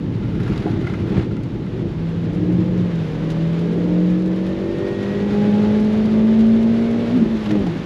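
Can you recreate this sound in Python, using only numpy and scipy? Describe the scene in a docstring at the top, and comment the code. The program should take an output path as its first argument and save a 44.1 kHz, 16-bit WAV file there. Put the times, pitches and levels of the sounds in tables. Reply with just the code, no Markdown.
"""Inside a small four-cylinder turbo car on a wet track. First it shudders through a corner along a flooded
verge: bumps thud, trim rattles, water bursts on arch and door. Then it pulls up through the revs, firing
harmonics booming at exhaust resonances and a gear mesh whining; the wiper knocks as it reverses. Last, the
wheels spin up in standing water and the driver lifts. Throughout, filtered noise makes tyre drumming, spray
and suspension thrum; impulses make drops."""
import sys
import numpy as np
from scipy import signal
from scipy.fft import rfft, irfft
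from scipy.io import wavfile
from scipy.ndimage import uniform_filter1d

SR = 44100
rng = np.random.default_rng(int(sys.argv[2]) if len(sys.argv) > 2 else 0)


def wav_record(signal):
    """Record a signal, one row per channel, as 16-bit PCM in the file named by sys.argv[1]."""
    frames = np.transpose(np.atleast_2d(signal))
    bounded = np.clip(frames, -1, 1)
    # unit amplitude maps onto the largest positive 16-bit level
    quanta = np.round(bounded * 32767).astype(np.int16)
    wavfile.write(sys.argv[1], SR, quanta)


N = 346185
TIME = np.arange(N) / SR

# engine speed without wheelspin: time_s, firing_hz
ENGINE_SPEED = [(0, 164.5), (1.88, 160.6), (2.1, 166.2), (2.33, 169.2), (2.45, 174.8), (2.72, 180.3),
                (2.87, 175.8), (3.07, 155.1), (3.35, 162.1), (3.85, 174), (4.45, 186.6), (4.85, 195.7),
                (5.02, 199.1), (5.16, 201.4), (5.38, 205.4), (5.6, 208.8), (6.42, 222.3), (7.12, 235),
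                (7.24, 219.7), (7.3, 225.5), (7.35, 220.5), (7.43, 210.8), (7.53, 207.8), (7.62, 200),
                (7.68, 171), (7.73, 159), (7.79, 161), (7.85, 170.3)]
# throttle: time_s, load_db
ENGINE_LOAD = [(0, -9), (1.9, -13), (2, -4.5), (2.4, -3.5), (3.2, 0.5), (7.15, 0), (7.27, -11.5),
               (7.35, -4.5), (7.45, -11), (7.62, 1), (7.65, -5), (7.72, -3), (7.85, -9.5)]
# firing rate and harmonics: order (multiple of four-stroke cycle rate), relative_db
FIRING_ORDERS = [(4, 0.5), (8, -3), (12, -5), (16, -17.5)]
# exhaust and cabin air resonances: freq_hz, gain_db
EXHAUST_RESPONSE = [(153, -29.5), (165, -19), (172, -21.5), (178, -16.5), (186, -21.5), (195, -37),
                    (200, -24.5), (208, -15.5), (216, -17), (223, -11.5), (234, -21.5), (310, -33.5),
                    (342, -33), (368, -37.5), (383, -26), (402, -24.5), (427, -25), (440, -32), (465, -31),
                    (505, -43), (520, -34), (550, -39), (572, -31.5), (598, -37), (622, -37.5), (645, -36),
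                    (700, -37.5), (803, -45), (821, -24), (834, -21), (849, -24.5), (860, -37),
                    (880, -28.5), (920, -46.5)]
# weaker overtones from unequal cylinders: order, relative_db
UNEVEN_ORDERS = [(2, -20.5), (3, -31), (5, -37), (6, -41), (7, -30.5), (9, -44), (10, -40), (11, -43),
                 (13, -52), (14, -51)]
# cabin response through the engine mounts: freq_hz, gain_db
CABIN_RESPONSE = [(80, -26.5), (125, -12.5), (165, -5), (220, 2.5), (255, -2.5), (278, -16), (293, -14.5),
                  (303, 3.5), (312, 1.5), (325, 1), (338, 4.5), (347, -0.5), (362, -15.5), (377, -2.5),
                  (392, -0.5), (404, 2), (414, -0.5), (450, 1.5), (495, 5), (535, -1.5), (590, 4),
                  (640, -1), (835, -3)]
# orders swelling as the engine strains on its mounts and grip varies: middle_s, length_s, order, level_db
ORDER_SHUDDERS = [(2.45, 0.49, 7, -30), (3.45, 1.16, 14, -42.5), (3.95, 1.1, 11, -40), (4.1, 0.86, 7, -29),
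                  (7.165, 0.15, 4, -17.5), (7.2, 0.29, 3, -24.5), (7.228, 0.034, 4, -10.5),
                  (7.343, 0.096, 6, -27), (7.537, 0.17, 6, -19), (7.576, 0.18, 4, -24),
                  (7.688, 0.057, 4, -21)]
# revs flare as the wheels slip (rise in firing rate)
SPIN_MIDDLE_S, SPIN_LENGTH_S, SPIN_RISE_HZ = 7.163, 0.1016, 25.94
SPEED_WAVER = .0011  # share of engine speed
RASP_DB, RASP_SWELL_DB = -52, 4.5  # faint high orders, before load and the 5 / order fall


def engine(boom_flutter_db=0.5, boom_rough_rad=0.025, growl_flutter_db=1.6, growl_rough_rad=0.0029):
    """Four firings a cycle boom in the exhaust; other orders swell as they cross cabin resonances."""
    firing_hz, = curves(ENGINE_SPEED)
    load = undb(curves(ENGINE_LOAD)[0])
    cycle_hz = (firing_hz + SPIN_RISE_HZ * hump(SPIN_MIDDLE_S, SPIN_LENGTH_S)) / 4
    phase = 2 * np.pi * np.cumsum(cycle_hz * (1 + SPEED_WAVER * walk(25))) / SR

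    def line(order, rough_rad, gain):
        """One order, phase shaken by uneven combustion; its gain follows load, its shudders do not."""
        shudder = sum(undb(db) * hump(s, length_s) for s, length_s, k, db in ORDER_SHUDDERS if k == order)
        angle = order * phase + rough_rad * walk(30) + rng.uniform(0, 2 * np.pi)
        return np.sqrt(2) * np.sin(angle) * (gain * load + shudder)

    boom = 0
    for n, (order, db) in enumerate(FIRING_ORDERS, 1):
        flutter = undb(db + n * boom_flutter_db * walk(24))
        boom = boom + line(order, n ** 2 * boom_rough_rad, response(EXHAUST_RESPONSE, order * cycle_hz) * flutter)
    growl = 0
    for order, db in UNEVEN_ORDERS:
        flutter = undb(db + growl_flutter_db * walk(12))
        gain = response(CABIN_RESPONSE, order * cycle_hz) * flutter
        growl = growl + line(order, order ** 2 * growl_rough_rad, gain)
    # valves and combustion
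    rasp = sum(line(k, 0.79, undb(RASP_DB + RASP_SWELL_DB * walk(3)) * 5 / k) for k in range(17, 30))
    return boom + growl + rasp, phase


# gearbox casing resonances: freq_hz, width_hz, level_db
CASING_MODES = [(1660, 110, -60), (1782, 24, -55), (1866, 38, -45), (1906, 32, -47), (2195, 60, -55)]
WHINE_DB, LIFT_S = -61, 7.25  # level off resonance at 0 dB load; middle of the fade as drive comes off
MESH_ROUGH_RAD = .28


def gearbox(phase, flutter_db=1.0, fade_s=.2):
    """A gear pair meshes 19 times a crank turn, unevenly; sings under load and at casing resonances."""
    load_db, = curves(ENGINE_LOAD)
    mesh = 38 * phase  # two crank turns a cycle
    mesh_hz = np.gradient(mesh) * SR / (2 * np.pi)
    casing = sum(undb(db) / (1 + (2 * (mesh_hz - hz) / width) ** 2) for hz, width, db in CASING_MODES)
    fade = np.clip((LIFT_S - TIME) / fade_s + .5, 0, 1)
    drive = fade * undb(load_db + flutter_db * walk(25))
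    return np.sqrt(2) * np.sin(mesh + MESH_ROUGH_RAD * walk(60)) * (undb(WHINE_DB) + casing) * drive


# kerbs and rough track: middle_s, length_s, extra_rumble_db, extra_roar_db
ROUGH_TRACK = [(.33, 0.98, 4, 1.5), (0.78, 0.55, 3, 7), (1.15, 0.66, 2.5, 5.5), (1.844, 0.45, 3, 4),
               (2.498, 0.84, 4, 5.5), (3.813, 0.61, 0.5, 5.5), (4.8, 0.75, 1, 2), (5.5, 0.94, 5.5, 3.5),
               (6.119, 0.61, 5, 0.5), (7.0, 0.34, 1, 3.5), (7.23, 0.25, -2, 5), (7.54, 0.2, 5, 4.5)]
# smooth track at cruise: straight_db, extra_full_side_load_db
RUMBLE_DB, ROAR_DB = (-30, 6.5), (-29.5, -0.5)
CRUISE_HZ, DB_PER_DOUBLING = 195, 3  # firing rate where those levels hold; rise with speed


def road():
    """Rumble and roar levels in dB: speed, side load and rough patches shift them."""
    speed_db = DB_PER_DOUBLING * np.log2(curves(ENGINE_SPEED)[0] / CRUISE_HZ)
    rumble_db = speed_db + cornering_db(*RUMBLE_DB)
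    roar_db = speed_db + cornering_db(*ROAR_DB)
    for s, length_s, extra_rumble_db, extra_roar_db in ROUGH_TRACK:
        patch = hump(s, length_s)
        rumble_db = rumble_db + extra_rumble_db * patch
        roar_db = roar_db + extra_roar_db * patch
    return rumble_db, roar_db


# body panels: freq_hz, width_hz, relative_db, extra_full_side_load_db
PANEL_MODES = [(72, 29, -13.5, -3.5), (111.2, 23, -4, 9), (143.5, 30, -8, 4.5), (189.4, 42, -2, -3)]
# panels and cabin air, higher: freq_hz, width_hz, relative_db, extra_full_side_load_db
CABIN_AIR_MODES = [(249.5, 63, -0.5, 3.5), (320, 46, -2.5, 6.5), (387.6, 68.5, -3, 0), (490, 49, -8, -2.5),
                   (591, 68, -12, -9), (847, 61, -18.5, -1)]


def tyres(rumble_db, roar_db):
    """Road texture drives broad body and cabin resonances: low rumble, higher roar."""
    rumble = resonate(PANEL_MODES, sway_db=0.5) * undb(rumble_db)
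    roar = resonate(CABIN_AIR_MODES, sway_db=2.5) * undb(roar_db)
    return rumble + roar


# water thrown by the tyres: time_s, level_db
WATER_FLOW = [(0, -45.5), (.5, -42), (1.2, -40.5), (1.3, -44.5), (2, -43.5), (2.9, -40.5), (3.6, -39),
              (4.3, -41), (5.4, -36), (6.6, -38), (7.1, -36.5), (7.85, -38)]
# spray through floor and glass: freq_hz, relative_db
SPRAY_SPECTRUM = [(300, -5), (600, 8.5), (950, 4.5), (1400, 2.5), (2000, 2), (2350, -0.5), (3600, -3.5),
                  (5000, -12), (7000, -20), (8300, -28.5), (9100, -36.5), (11100, -24.5), (12200, -36),
                  (12800, -38), (13500, -43)]


def spray(flicker_db=0.77, grain_db=-6, grain_spread_db=2.5, drops_per_s=2500):
    """Thrown water: a mist of hiss with dense droplets, its level flickering."""
    grain = unit(patter(drops_per_s, grain_spread_db))
    water = unit(colour(noise() + undb(grain_db) * grain, SPRAY_SPECTRUM))
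    return water * undb(curves(WATER_FLOW)[0] + flicker_db * walk(45))


# suspension bumps: start_s, peak_db, strongest_hz
BUMP_EVENTS = [(.045, -15, 160), (.208, -14, 170), (.243, -14, 150), (.286, -10, 180), (.352, -14, 200),
               (.408, -10.5, 150), (.497, -10.5, 190), (0.517, -10.5, 120), (.595, -14, 160),
               (.658, -8, 410), (.701, -13, 280), (0.735, -16, 250), (.772, -11, 230), (.815, -9.5, 350),
               (0.891, -20, 115), (0.924, -9, 190), (1.018, -14, 100), (1.058, -16, 360),
               (1.109, -8.5, 200), (1.158, -9, 200), (1.179, -4.5, 230), (1.191, -7.5, 100),
               (1.319, -10, 210), (1.855, -11.5, 230), (7.259, -9, 310), (7.614, -14, 140)]
# body modes: freq_hz, relative_db, t60_s
THUD_MODES = [(119, -4, 0.13), (200, 4, 0.087), (328, 4.5, 0.1), (393, 2.5, 0.048), (500, -12, .05),
              (634, -16, 0.018)]
BUMP_FALL_DB_PER_OCTAVE = 16.5  # modes away from strongest_hz


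def bumps():
    """Suspension blows thud through the body, each favouring modes near its own frequency."""
    out = np.zeros(N)
    for s, db, strongest_hz in BUMP_EVENTS:
        modes = []
        for hz, mode_db, t60_s in THUD_MODES:
            octaves = abs(np.log2(hz / strongest_hz))
            modes.append((hz, mode_db - BUMP_FALL_DB_PER_OCTAVE * octaves, t60_s))
        add(out, s, undb(db) * ring(modes, push_s=0.00033, grit=.3))
    return out


# hollow knocks: chassis clonks, and the wiper reversing at 5.936 s: start_s, peak_db
HOLLOW_KNOCKS = [(.663, -20), (5.936, -22.5), (7.551, -22), (7.667, -22)]
# their modes: freq_hz, relative_db, t60_s
HOLLOW_MODES = [(528, 1, .1), (723, 9, 0.11), (822, 2.5, 0.17)]


def hollow_knocks():
    """Chassis clonks and a wiper reversal: gritty short contacts ring hollow modes."""
    out = np.zeros(N)
    for s, db in HOLLOW_KNOCKS:
        add(out, s, undb(db) * ring(HOLLOW_MODES, push_s=0.0014, grit=3.3))
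    return out


# loose trim: freq_hz, relative_db, t60_s
TRIM_RING = [(1000, -15, .015), (1395, 8, 0.041), (1610, 2.5, 0.028), (2056, 4, 0.033), (2505, -5, 0.025),
             (2850, -7, .02)]
TRIM_TILT_DB, TRIM_EVEN = 21, 0.23  # dB/octave per unit brightness; brightness with no tilt


def trim(bright):
    """Trim modes for one contact: brightness favours high modes; each mode's force varies randomly."""
    tilt_db = TRIM_TILT_DB * (bright - TRIM_EVEN)  # per octave
    lowest_hz = TRIM_RING[0][0]
    return [(hz, db + tilt_db * np.log2(hz / lowest_hz) + 2 * rng.standard_normal(), t60_s)
            for hz, db, t60_s in TRIM_RING]


# trim knocks: start_s, peak_db, brightness (0-1)
RATTLE_EVENTS = [(.459, -29.5, .2), (.516, -33, .2), (.563, -32, .1), (.583, -33, .5), (.625, -36, 0.66),
                 (.841, -32, .1), (0.867, -23, 0.33), (.896, -30, .2), (.936, -26.5, .1), (1.075, -32, .3),
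                 (1.194, -29, 0.45), (1.223, -35, .3), (1.309, -34, .25), (1.365, -33, .3),
                 (1.663, -35, 0.23)]


def rattles():
    """Loose trim chatters: longer, scraping contacts ring its modes."""
    out = np.zeros(N)
    for s, db, bright in RATTLE_EVENTS:
        add(out, s, undb(db) * ring(trim(bright), push_s=0.0033, grit=3.9))
    return out


# a wheel runs along the flooded verge
VERGE_MIDDLE_S, VERGE_LENGTH_S, VERGE_WATER_DB = 0.68, 1.34, -46.5


def trim_buzz(rumble_db, taps_per_s=50, below_rumble_db=-24):
    """Four loose panels tap lightly along the verge, each at its own pitch; level follows body rumble."""
    taps = 0
    for _ in range(4):
        panel = ring(trim(TRIM_EVEN), push_s=0.0015, grit=4)
        taps = taps + signal.oaconvolve(patter(taps_per_s, spread_db=0.5), panel)[:N]
    return unit(taps) * undb(rumble_db + below_rumble_db) * np.sqrt(hump(VERGE_MIDDLE_S, VERGE_LENGTH_S))


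# clots bursting on wheel arch and door: freq_hz, relative_db
SPLATTER_SPECTRUM = [(300, -11), (700, 0), (1500, 9.5), (2800, -4), (4000, -5), (6000, -15), (8300, -29),
                     (11000, -18), (13000, -38)]
# deeper puddles washing up the door: middle_s, length_s, level_db
PUDDLE_SURGES = [(.54, 0.28, -42.5), (0.676, .1, -47), (.9, 0.15, -44), (1.18, 0.21, -40)]
# surge on the door skin: freq_hz, relative_db
WASH_SPECTRUM = [(300, -6), (600, 5), (900, 3.5), (1500, -1.5), (2500, -4), (4000, -10), (7000, -27),
                 (13000, -50)]
SHOWER_PER_S = 7000  # droplets


def splatter(clots_per_s=75, clot_s=0.0049, drizzle=.4, wash_drizzle=.9):
    """Verge water bursts in quick, uneven droplet showers; deeper puddles add a fuller wash."""
    t = TIME[:SR // 12]
    starts = np.abs(patter(clots_per_s, spread_db=5.0))
    clots = unit(signal.oaconvolve(starts, t / clot_s * np.exp(-t / clot_s))[:N])
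    droplets = patter(SHOWER_PER_S, spread_db=0.5)
    showers = unit(colour(droplets * (drizzle + clots), SPLATTER_SPECTRUM))
    verge = undb(VERGE_WATER_DB) * np.sqrt(hump(VERGE_MIDDLE_S, VERGE_LENGTH_S))
    surge = sum(undb(db) * hump(s, length_s) for s, length_s, db in PUDDLE_SURGES)
    wash = unit(colour(patter(SHOWER_PER_S, spread_db=2.0) * (wash_drizzle + clots), WASH_SPECTRUM))
    return showers * verge + surge * wash


# sheets of water on the floor: start_s, level_db
SLAP_EVENTS = [(.43, -45), (.476, -46), (.52, -40), (.556, -38), (.575, -41), (.598, -38), (0.619, -39),
               (.708, -41), (.66, -49), (.868, -43), (.94, -46), (1.12, -40), (1.165, -43), (1.19, -42),
               (1.222, -43), (7.456, -33), (7.489, -34), (7.506, -30), (7.551, -34.5), (7.667, -39)]


def slaps(slap_s=0.005):
    """Sheets of water slap the floor: spray-coloured noise, fast rise and decay."""
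    t = TIME[:SR // 12]
    level = np.zeros(N)
    for s, db in SLAP_EVENTS:
        add(level, s, undb(db) * t / slap_s * np.exp(1 - t / slap_s))
    return level * unit(colour(noise(), SPRAY_SPECTRUM))


# largest drops and grit: start_s, level_db (before drop_trim_db)
LARGE_DROPS = [(.432, -34), (.577, -31), (1.367, -39), (1.434, -35), (2.242, -42), (3.303, -31),
               (3.318, -34), (3.592, -36), (4.004, -38), (4.103, -36), (4.259, -36), (4.36, -37),
               (4.466, -33), (4.785, -38), (5.028, -36), (5.799, -36), (6.055, -31), (6.407, -31),
               (6.628, -35), (7.174, -34), (7.514, -31), (7.667, -31.5)]
# single drop or grain on the wheel arch: freq_hz, relative_db
DROP_SPECTRUM = [(500, -8), (1500, 2.5), (3800, 7.5), (7000, -4.5), (8400, -10), (9100, -15.5),
                 (11000, -6.5), (12200, -20), (13000, -17.5), (15000, -32.5)]
SMALL_DROP_DB = -52  # smallest drops at mean flow, before colouring
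SATELLITES_PER_S, SCATTER_S = 6000, .007  # droplets from a broken drop; their decay


def drops(spatter=1.0, drop_trim_db=-1, small_per_s=70):
    """Drops tick on the wheel arches and burst into satellite droplets."""
    t = TIME[:SR // 12]

    def burst():
        """One drop: a tick and its scattering satellites, peak 1."""
        satellites = (rng.random(len(t)) < SATELLITES_PER_S / SR) * rng.standard_normal(len(t))
        drop = (t == 0) + spatter * satellites * np.exp(-t / SCATTER_S)
        return drop / np.abs(drop).max()

    flow = unit(undb(curves(WATER_FLOW)[0]))
    small = flow * patter(small_per_s, spread_db=4.0)
    out = signal.oaconvolve(small, burst())[:N] * undb(SMALL_DROP_DB)
    for s, db in LARGE_DROPS:
        add(out, s, undb(db + drop_trim_db) * burst())
    return colour(out, DROP_SPECTRUM)


THRUM_DB = (-40, 4)  # straight, extra under full side load


def suspension_thrum(sway_db=2.5):
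    """The suspension keeps up a deep thrum, stronger in corners."""
    modes = [(43.3, 22, 2, 1.5), (60.5, 17, 0.0, 1)]  # freq_hz, width_hz, relative_db, extra_side_load_db
    return resonate(modes, sway_db) * undb(cornering_db(*THRUM_DB))


# tyre side load: time_s, side_load (0-1)
SIDE_LOAD = [(0, 0.5), (.7, 0.7), (1.3, 0.7), (2.1, 0.6), (2.7, 0.8), (3.2, 0.1), (4.2, 0), (7.85, 0.11)]


def cornering_db(straight_db, corner_db):
    """A level shifted by the side load on the tyres."""
    side_load, = curves(SIDE_LOAD)
    return straight_db + corner_db * side_load


def resonate(modes, sway_db):
    """Noise in broad resonances, each swaying independently; side load shifts their balance; rms 1."""
    out, power = 0, 0
    for hz, width_hz, db, corner_db in modes:
        b, a = signal.iirpeak(hz, hz / (1.54 * width_hz), fs=SR)  # two passes narrow it to width_hz
        ringing = signal.lfilter(b, a, signal.lfilter(b, a, noise()))
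        level_db = cornering_db(db, corner_db)
        out = out + ringing * undb(level_db + sway_db * walk(12))
        power = power + width_hz * undb(level_db) ** 2
    return unit(out / np.sqrt(power))


def ring(modes, push_s, grit):
    """Slightly detuned modes struck by a contact of time constant push_s, roughened by grit; peak 1."""
    t = TIME[:SR // 4]
    body = 0
    for hz, db, t60_s in modes:
        detuned_hz = hz * (1 + 0.0059 * rng.standard_normal())
        body = body + undb(db - 60 * t / t60_s) * np.sin(2 * np.pi * detuned_hz * t)
    contact = t * np.exp(-t / push_s) * (1 + grit * rng.standard_normal(len(t)))
    out = signal.fftconvolve(body, contact)[:len(t)]
    return out / np.abs(out).max()


def patter(per_s, spread_db):
    """Impacts at random moments, many small and a few large."""
    out = np.zeros(N)
    at = np.flatnonzero(rng.random(N) < per_s / SR)
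    size = np.minimum(rng.exponential(size=N)[at], 4)
    out[at] = np.sign(noise()[at]) * undb(spread_db * size)
    return out


def hump(middle_s, length_s):
    """A smooth swell from 0 to 1 and back."""
    out = np.zeros(N)
    ends_s = [middle_s - length_s / 2, middle_s + length_s / 2]
    inside = slice(*np.searchsorted(TIME, ends_s))
    out[inside] = np.cos(np.pi * (TIME[inside] - middle_s) / length_s) ** 2
    return out


def walk(rate_hz):
    """Random levels held 1 / rate_hz s and slewed twice; spread near 1."""
    steps = 16
    held = np.repeat(rng.standard_normal(int(rate_hz * N / SR) + 2), steps)
    slewed = unit(uniform_filter1d(uniform_filter1d(held, steps), steps))
    return np.interp(TIME, np.arange(len(held)) / (rate_hz * steps), slewed)


def noise():
    """White noise, rms 1."""
    return rng.standard_normal(N)


def colour(x, points, size=1024):
    """Minimum-phase filter shaped by (freq_hz, gain_db) points; impulse response peak 1."""
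    cepstrum = irfft(np.log(response(points, np.arange(size // 2 + 1) * SR / size)))
    cepstrum[1:size // 2] *= 2  # fold to make it causal
    cepstrum[size // 2 + 1:] = 0
    kernel = irfft(np.exp(rfft(cepstrum)))
    return signal.oaconvolve(x, kernel / np.abs(kernel).max())[:N]


def response(points, hz):
    """Gain at hz of (freq_hz, gain_db) points, interpolated over log frequency."""
    f, db = np.transpose(points)
    return undb(np.interp(np.log(hz + 1e-3), np.log(f), db))


def curves(table):
    """The columns of a timed table, one value a sample."""
    s, *columns = np.transpose(table)
    return [np.interp(TIME, s, c) for c in columns]


def add(track, s, sound):
    """Mix a sound in at s seconds."""
    start = int(s * SR)
    track[start:start + len(sound)] += sound[:N - start]


def undb(db):
    """Decibels to gain."""
    return np.exp(np.asarray(db) * (np.log(10) / 20))


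def unit(x):
    """Scale to rms 1."""
    return x / np.sqrt(np.mean(x ** 2))


def scene():
    """Everything as heard in the cabin."""
    motor, phase = engine()
    rumble_db, roar_db = road()
    drive = motor + gearbox(phase)
    rolling = tyres(rumble_db, roar_db) + suspension_thrum()
    water = spray() + splatter() + slaps() + drops()
    knocks = bumps() + hollow_knocks() + rattles() + trim_buzz(rumble_db)
    return (drive + rolling + water + knocks)[None]


# microphone housing dips: freq_hz, width_hz
HOUSING_DIPS = [(9100, 400), (11930, 350)]
BASS_CUT_HZ, TOP_CUT_HZ = 31, 13500


def record(dry):
    """The microphone drops the deepest bass, notches the treble, rounds the peaks and cuts the top."""
    thin = signal.sosfilt(signal.butter(4, BASS_CUT_HZ, "high", fs=SR, output="sos"), dry)
    for hz, width_hz in HOUSING_DIPS:
        thin = signal.lfilter(*signal.iirnotch(hz, hz / width_hz, fs=SR), thin)
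    rounded = np.tanh(.5 * thin) / .5
    return signal.sosfilt(signal.ellip(8, .2, 70, TOP_CUT_HZ, fs=SR, output="sos"), rounded)


dry = scene()
out = record(dry)
wav_record(out)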